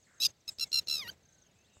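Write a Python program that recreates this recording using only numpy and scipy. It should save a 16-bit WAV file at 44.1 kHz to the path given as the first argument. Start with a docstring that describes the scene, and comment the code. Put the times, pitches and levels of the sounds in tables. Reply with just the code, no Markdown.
"""A lapwing calls over an open field: a harsh note, three short rattling ones, and a long one that slides
down and flips up. As in the source-filter model, pulses of breath drive a reedy tone in the syrinx,
and the resonances of throat and beak colour its harmonics. Small birds twitter far off over faint wind
and hiss, and the microphone is bumped once near the end. A noise suppressor lets the background up
while the lapwing calls."""
import sys
import numpy as np
from scipy import signal
from scipy.fft import rfft, irfft
from scipy.io import wavfile
from scipy.ndimage import uniform_filter1d

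SR = 44100
rng = np.random.default_rng(int(sys.argv[2]) if len(sys.argv) > 2 else 0)


def output_pcm(signal):
    """Save a mono or channel-first signal as 16-bit PCM at the path in sys.argv[1].

    Samples are clipped to [-1, 1] before scaling.
    """
    pcm = np.clip(np.atleast_2d(signal).T, -1, 1) * 32767
    wavfile.write(sys.argv[1], SR, np.round(pcm).astype(np.int16))


N = 79380
T = np.arange(N) / SR
FREQ_HZ = np.fft.rfftfreq(N, 1 / SR)
TOP_HZ = 15800


def undb(db):
    """Amplitude ratio of a level in decibels."""
    return 10 ** (np.asarray(db) / 20)


def curve(rows, column=1):
    """Linear interpolation of one table column over time."""
    rows = np.array(rows)
    return np.interp(T, rows[:, 0], rows[:, column])


def colour(points, hz):
    """Frequency response: gain at hz, interpolated in decibels over log frequency."""
    corner_hz, db = np.array(points).T
    return undb(np.interp(np.log(np.maximum(hz, 1)), np.log(corner_hz), db))


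def noise(gains):
    """Spectral shaping: white noise weighted by frequency and scaled to rms 1."""
    shaped = irfft(rfft(rng.standard_normal(N)) * gains, N)
    return shaped / shaped.std()


def walk(cutoff_hz):
    """Low-pass noise: a smooth random fluctuation of rms 1."""
    return noise(1 / (1 + (FREQ_HZ / cutoff_hz) ** 4))


def gate(start, length, attack_s=.002, release_s=.0068):
    """Amplitude envelope: rounded attack, hold, and a release centred on the end."""
    up = np.clip((T - start) / attack_s, 0, 1)
    down = np.clip((start + length - T) / release_s + .5, 0, 1)
    return np.sin(np.pi / 2 * up) * np.sin(np.pi / 2 * down) ** 2


# wind spectrum: frequency_hz, relative_db
WIND_SPECTRUM = [(25,-29.5),(50,-8.5),(85,0),(160,-4.5),(300,-10),(600,-11),(1100,-21.5),(2000,-18.5),(5000,-40)]
# wind strength: time_s, level_db
WIND_LEVEL = [(0,-63),(.3,-61.5),(.6,-64),(.9,-60),(1.1,-57.5),(1.3,-60.5),(1.55,-59.5),(1.8,-61.5)]
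# hiss spectrum: frequency_hz, relative_db
HISS_SPECTRUM = [(300,2),(2000,-4),(3800,2),(5500,-0.5),(7600,-5),(9200,-14),(15500,-15)]

def air():
    """Incoherent noises add: light wind, steady hiss and a wavering sizzle, perhaps insects."""
    sizzle_hz, width_hz = 7520, 660
    sizzle = noise(np.exp(-.5 * ((FREQ_HZ - sizzle_hz) / width_hz) ** 2))
    sizzle *= undb(-71 + 5.5 * walk(11))
    wind = noise(colour(WIND_SPECTRUM, FREQ_HZ)) * undb(curve(WIND_LEVEL))
    hiss = noise(colour(HISS_SPECTRUM, FREQ_HZ)) * undb(-65)
    return wind + hiss + sizzle


def microphone_bump(start_s=1.7693, thud_hz=85, decay_s=.011, tick_s=.0002):
    """Impulse response: a handling knock gives a tiny tick and a damped low oscillation."""
    age = np.maximum(T - start_s, 0)
    thud = np.exp(-age / decay_s) * np.sin(2 * np.pi * thud_hz * age)
    tick = np.exp(-((T - start_s) / tick_s) ** 2)
    return undb(-39) * tick - undb(-43.5) * thud


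def chirp(centre_s, hz, db, fall_hz_per_s=42000, width_s=.0043):
    """Linear frequency sweep under a Gaussian envelope, passing through hz at its peak."""
    age = T - centre_s
    envelope = undb(db) * np.exp(-.5 * (age / width_s) ** 2)
    return envelope * np.sin(2 * np.pi * (hz - fall_hz_per_s * age / 2) * age)


# a small bird's falling chips: centre_s, relative_db
CHIPS = [(.031,-64.5),(.06,-74),(.088,-82),(.116,-89),(.146,-68),(.165,-74),(.184,-61.5),(.29,-64),(.308,-62.5),(.334,-87),(.368,-75),(.408,-69.5),(.44,-78),(.553,-69),(.568,-70),(.675,-69),(.699,-61.5),(.816,-70.5),(.85,-67),(.866,-67),(1.038,-67),(1.115,-63),(1.18,-74.5),(1.212,-80),(1.235,-68),(1.258,-63),(1.292,-62.5),(1.33,-61.5),(1.352,-64),(1.386,-64.5),(1.424,-60.5),(1.469,-63.5),(1.59,-68),(1.615,-68.5),(1.657,-75),(1.738,-68)]
# drawn-out calls: start_s, length_s, start_hz, end_hz, relative_db, jitter_ratio
WHISTLES = [(0.037,0.028,4500,4270,-75,0.019),(0.066,.13,1783,1590,-67.5,0.17),(0.648,0.0364,2295,2046,-74,0.026),(1.248,.21,1600,1484,-78.5,0.016),(1.245,0.14,3920,4010,-81,0.0087),(1.371,0.15,4250,2525,-77.5,.06),(1.555,0.1,2480,2770,-77,.03),(1.643,0.038,3260,4130,-72.5,0.016),(1.681,0.12,2720,2700,-75,.06),(1.716,0.076,3820,3650,-77,.02)]

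def far_birds(chip_hz=6380, gain_db=11.5):
    """Frequency modulation: fast sweeps make chips and warbles; random jitter makes whistles hoarse."""
    birds = 0
    for (centre_s, db), scatter in zip(CHIPS, rng.standard_normal(len(CHIPS))):
        birds += chirp(centre_s, chip_hz * (1 + .015 * scatter), db)
    for when, pitch in rng.random(size=(44, 2)):  # twitter
        birds += chirp(when * T[-1], chip_hz + 1100 * (pitch - .5), -71.5)
    for when, pitch, slope in rng.random(size=(60, 3)):  # warbles, rising or falling
        birds += chirp(when * T[-1], 2500 + 2100 * pitch, -81, 23000 * (2 * slope - 1), width_s=.011)
    for start, length, start_hz, end_hz, db, jitter in WHISTLES:
        hz = np.interp(T, [start, start + length], [start_hz, end_hz]) * (1 + jitter * walk(383))
        envelope = undb(db) * gate(start, length, attack_s=.0037, release_s=.049)
        birds += envelope * np.sin(2 * np.pi * np.cumsum(hz) / SR)
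    return birds * undb(gain_db)


def field_scatter(direct, level_db=-33.5, t60_s=.18, delay_s=.004):
    """Scattering from ground and plants adds a weak, exponentially decaying tail."""
    tail = rng.standard_normal(N) * undb(-60 * T / t60_s) * (T > delay_s)
    return direct + undb(level_db) * signal.fftconvolve(direct, tail / np.linalg.norm(tail))[:N]


def ring(envelope, decay_s=.0026):
    """Free decay: when the drive drops, the vibration dies away exponentially."""
    return np.exp(np.maximum.accumulate(np.log(envelope + 1e-12) + T / decay_s) - T / decay_s)


JITTER = .0247  # rms pitch deviation as a ratio, at roughness 1

def voice(pitch_hz, pressure, rough, throat, beak_hz=0, beak_width_hz=400, beak_db=7):
    """Source-filter model: throat and beak weight harmonics; roughness adds jitter and period doubling."""
    hz = pitch_hz * (1.0076 - .068 * (1 - pressure))  # weak pressure flattens the tone
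    phase = 2 * np.pi * np.cumsum(hz * (1 + JITTER * np.sqrt(rough) * walk(583))) / SR
    doubling = .69 * rough * (1 + .5 * walk(200))  # strength of the half harmonics
    tone = 0
    for k in np.arange(2, 33) / 2:
        dulling = pressure ** (.02 * k)
        beak = undb(beak_db / (1 + ((k * hz - beak_hz) / beak_width_hz) ** 2))
        gain = colour(throat, k * hz) * beak * dulling * (k * hz < TOP_HZ)
        tone += gain * np.sin(k * phase + k * k) * (doubling if k % 1 else 1)
    flutter = 1 + .085 * rough * walk(900)
    return tone * flutter


# the harsh first note: time_s, pitch_hz, relative_db, roughness_ratio, beak_hz
SCREECH = [(.2008,1246,-35,.1,3900),(.214,1280,-31.5,.15,4000),(.221,1320,-29.5,0.7,4000),(.236,1325,-26.5,.6,4000),(.246,1315,-29,.7,4560),(.2515,1255,-23,.6,5000),(.263,1235,-24,.4,5000),(.2705,1205,-30.5,0.22,4850)]
# flat response for the tone before it reaches the throat: frequency_hz, gain_db
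FLAT_RESPONSE = [(1000,0),(15000,0)]
# throat response in that note: frequency_hz, gain_db
SCREECH_THROAT = [(1300,-37.5),(2250,-35),(2700,-13),(3200,-14),(3900,-6.5),(5100,-5),(6400,-10),(8000,-21.5),(9100,-20.5),(10200,-26.5),(11500,-14.5),(13500,-24.5),(15500,-31)]

def lapwing_screech(rattle_hz=132, crest_s=.2205, second_hz=1380):
    """Biphonation: the two sides of the syrinx beat against each other and turn a rattling tone harsh."""
    pitch_hz, db, harshness, beak_hz = (curve(SCREECH, column) for column in (1, 2, 3, 4))
    pressure = ring(gate(SCREECH[0][0], SCREECH[-1][0] - SCREECH[0][0]))
    rattle = np.cos(2 * np.pi * rattle_hz * (T - crest_s))
    rough = harshness * (1 + .6 * rattle)  # rougher at each crest
    second_phase = 2 * np.pi * np.cumsum(second_hz * (1 + JITTER * walk(300))) / SR
    tone = voice(pitch_hz, pressure, rough, FLAT_RESPONSE, beak_hz)
    beating = tone * (1 + .86 * rough * np.sin(second_phase))
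    second_octave = 1.2 * harshness * np.sin(2 * second_phase)
    shaped = irfft(rfft(beating + second_octave) * colour(SCREECH_THROAT, FREQ_HZ), N)
    return pressure * undb(db + 1.5 * rattle) * shaped


# contours of the pulsed notes, one list each: time_s, pitch_hz, beak_hz
NOTES = [
    [(0.479, 1309, 4680), (0.498, 1288, 4890)],
    [(0.596, 1344, 5030), (0.606, 1364, 4600), (0.644, 1335, 4440)],
    [(0.729, 1389, 4200), (0.798, 1345, 4220)],
    [(0.883, 1384, 4130), (0.897, 1314, 4245), (0.907, 1350, 4187), (0.945, 1336, 4460), (0.99, 1257, 4400)],
]
# pulses of breath: start_s, length_s, relative_db, roughness_ratio
PULSES = [(.4778,0.008,-36.5,0.02),(0.4877,0.0098,-33.5,0.01),
          (0.585,0.0025,-38.5,.5),(0.5952,0.0069,-32.5,0.25),(0.608,0.013,-30,0.09),(0.621,0.023,-29.5,0.06),
          (0.7172,0.0051,-40.5,.5),(0.728,0.0083,-28.5,0),(.7403,0.01,-26,0.14),(0.7539,0.013,-27.5,0.12),(.769,0.015,-28.5,0.05),(0.783,0.015,-27,0.02),
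          (0.8719,0.003,-37.5,0.16),(0.8822,0.0095,-32,.04),(0.896,0.01,-31.5,0.42),(0.9099,0.01012,-29,.05),(0.9231,0.012,-29.5,0.05),(0.937,0.012,-29.5,0.08),(0.95,0.01174,-30.5,0.11),(0.964,0.0107,-34,0.15),(0.977,0.012,-35,0.13)]
# throat response in these notes: frequency_hz, gain_db
PULSE_THROAT = [(1300,-26.5),(2000,-39.5),(2700,-11),(4000,-3.5),(5300,-1.5),(6700,-11),(8200,-17),(9600,-22.5),(11000,-20.5),(12000,-16.5),(13500,-23),(15500,-31.5)]

def lapwing_notes(arch_db=5.5, arch_pitch_ratio=.011, rasp_hz=4600, rasp_q=5.2, rasp_db=-10):
    """Pulse modulation: level and pitch arch with each pulse; turbulence in the beak rasps at its edges."""
    start, length, db, pulse_rough = np.array(PULSES).T
    gates = np.array([gate(*span) for span in zip(start, length)])
    from_peak = (T - (start + .47 * length)[:, None]) / (length[:, None] / 2)
    edge = np.minimum(from_peak ** 2, 1).min(axis=0)  # 0 at a pulse's peak, 1 at its edges
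    envelope = ring((gates * undb(db[:, None] - arch_db * edge)).max(axis=0))
    pressure = ring(gates.max(axis=0))
    rough = np.interp(T, start + length / 2, pulse_rough) + .48 * (1 - pressure) ** 2
    contour = np.vstack(NOTES)
    pitch_hz = curve(contour) * (1 - arch_pitch_ratio * (edge - .5))
    tone = voice(pitch_hz, pressure, rough, PULSE_THROAT, beak_hz=curve(contour, 2))
    rasp = noise(np.exp(-(rasp_q * (FREQ_HZ / rasp_hz - 1)) ** 2))
    return envelope * (tone + undb(rasp_db) * (edge + rough) * rasp)


# the long note's fall and its upward flip: time_s, pitch_hz, relative_db
FALL = [(0.991, 1257, -39), (0.995, 1244, -36.5), (1.011, 1197, -43.5), (1.029, 1060, -43),
        (1.045, 964, -52), (1.059, 923.8, -49.5), (1.078, 946, -48)]
FLIP = [(1.076,1310,-42),(1.085,1420,-46),(1.094,1537,-39.5),(1.1,1569,-38),(1.103,1520,-49)]
# throat response in each: frequency_hz, gain_db
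FALL_THROAT = [(900,-13.5),(1300,-15.5),(1900,-11.5),(2500,-11.5),(3700,-8.5),(5000,-11),(6300,-14.5),(8000,-30),(10000,-32),(11600,-17),(13500,-26),(15500,-35)]
FLIP_THROAT = [(1500,-6),(3050,-0.5),(4600,-1.5),(6200,-18),(9000,-31),(10700,-32),(11600,2),(12500,-21),(15000,-28)]
# beak resonance during the fall: time_s, beak_hz
FALL_BEAK = [(.991,5040),(1.003,4750),(1.012,3490),(1.024,2420),(1.05,1980),(1.078,1934)]

def lapwing_slide(break_s=.0092):
    """Register break: the last note runs on as a smooth falling tone, cracks and flips upward."""
    crack = .33 * np.exp(-((T - FLIP[0][0]) / break_s) ** 2)

    def register(rows, throat, rough, **beak):
        """Sustained oscillation in one register, roughest at the break."""
        pressure = ring(gate(rows[0][0], rows[-1][0] - rows[0][0]))
        tone = voice(curve(rows), pressure, rough + crack, throat, **beak)
        return pressure * undb(curve(rows, 2)) * tone

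    fall = register(FALL, FALL_THROAT, rough=.07, beak_hz=curve(FALL_BEAK), beak_width_hz=710, beak_db=14)
    flip = register(FLIP, FLIP_THROAT, rough=.04, beak_db=0)
    return fall + flip


def scene():
    """Superposition: the lapwing and its scatter add to the background in one channel."""
    lapwing = lapwing_screech() + lapwing_notes() + lapwing_slide()
    return (field_scatter(lapwing) + far_birds() + air() + microphone_bump())[None]


def record(dry):
    """Noise gating: the gain drops after a hold when the upper midrange is quiet; a low-pass follows."""
    threshold_db, closed_db, hold_s, slew_s = -57, -10.5, .032, .019
    sensed = signal.sosfilt(signal.butter(4, [1200, 5000], "band", fs=SR, output="sos"), dry[0])
    loud = uniform_filter1d(sensed ** 2, size=512) > undb(threshold_db) ** 2
    quiet_s = T - np.maximum.accumulate(np.where(loud, T, -1))
    closed = uniform_filter1d(np.clip((quiet_s - hold_s) / slew_s + .5, 0, 1), size=256)
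    low_pass = signal.ellip(8, .2, 70, TOP_HZ, fs=SR, output="sos")
    return signal.sosfilt(low_pass, dry * undb(closed_db * closed))


dry = scene()
out = record(dry)
output_pcm(out)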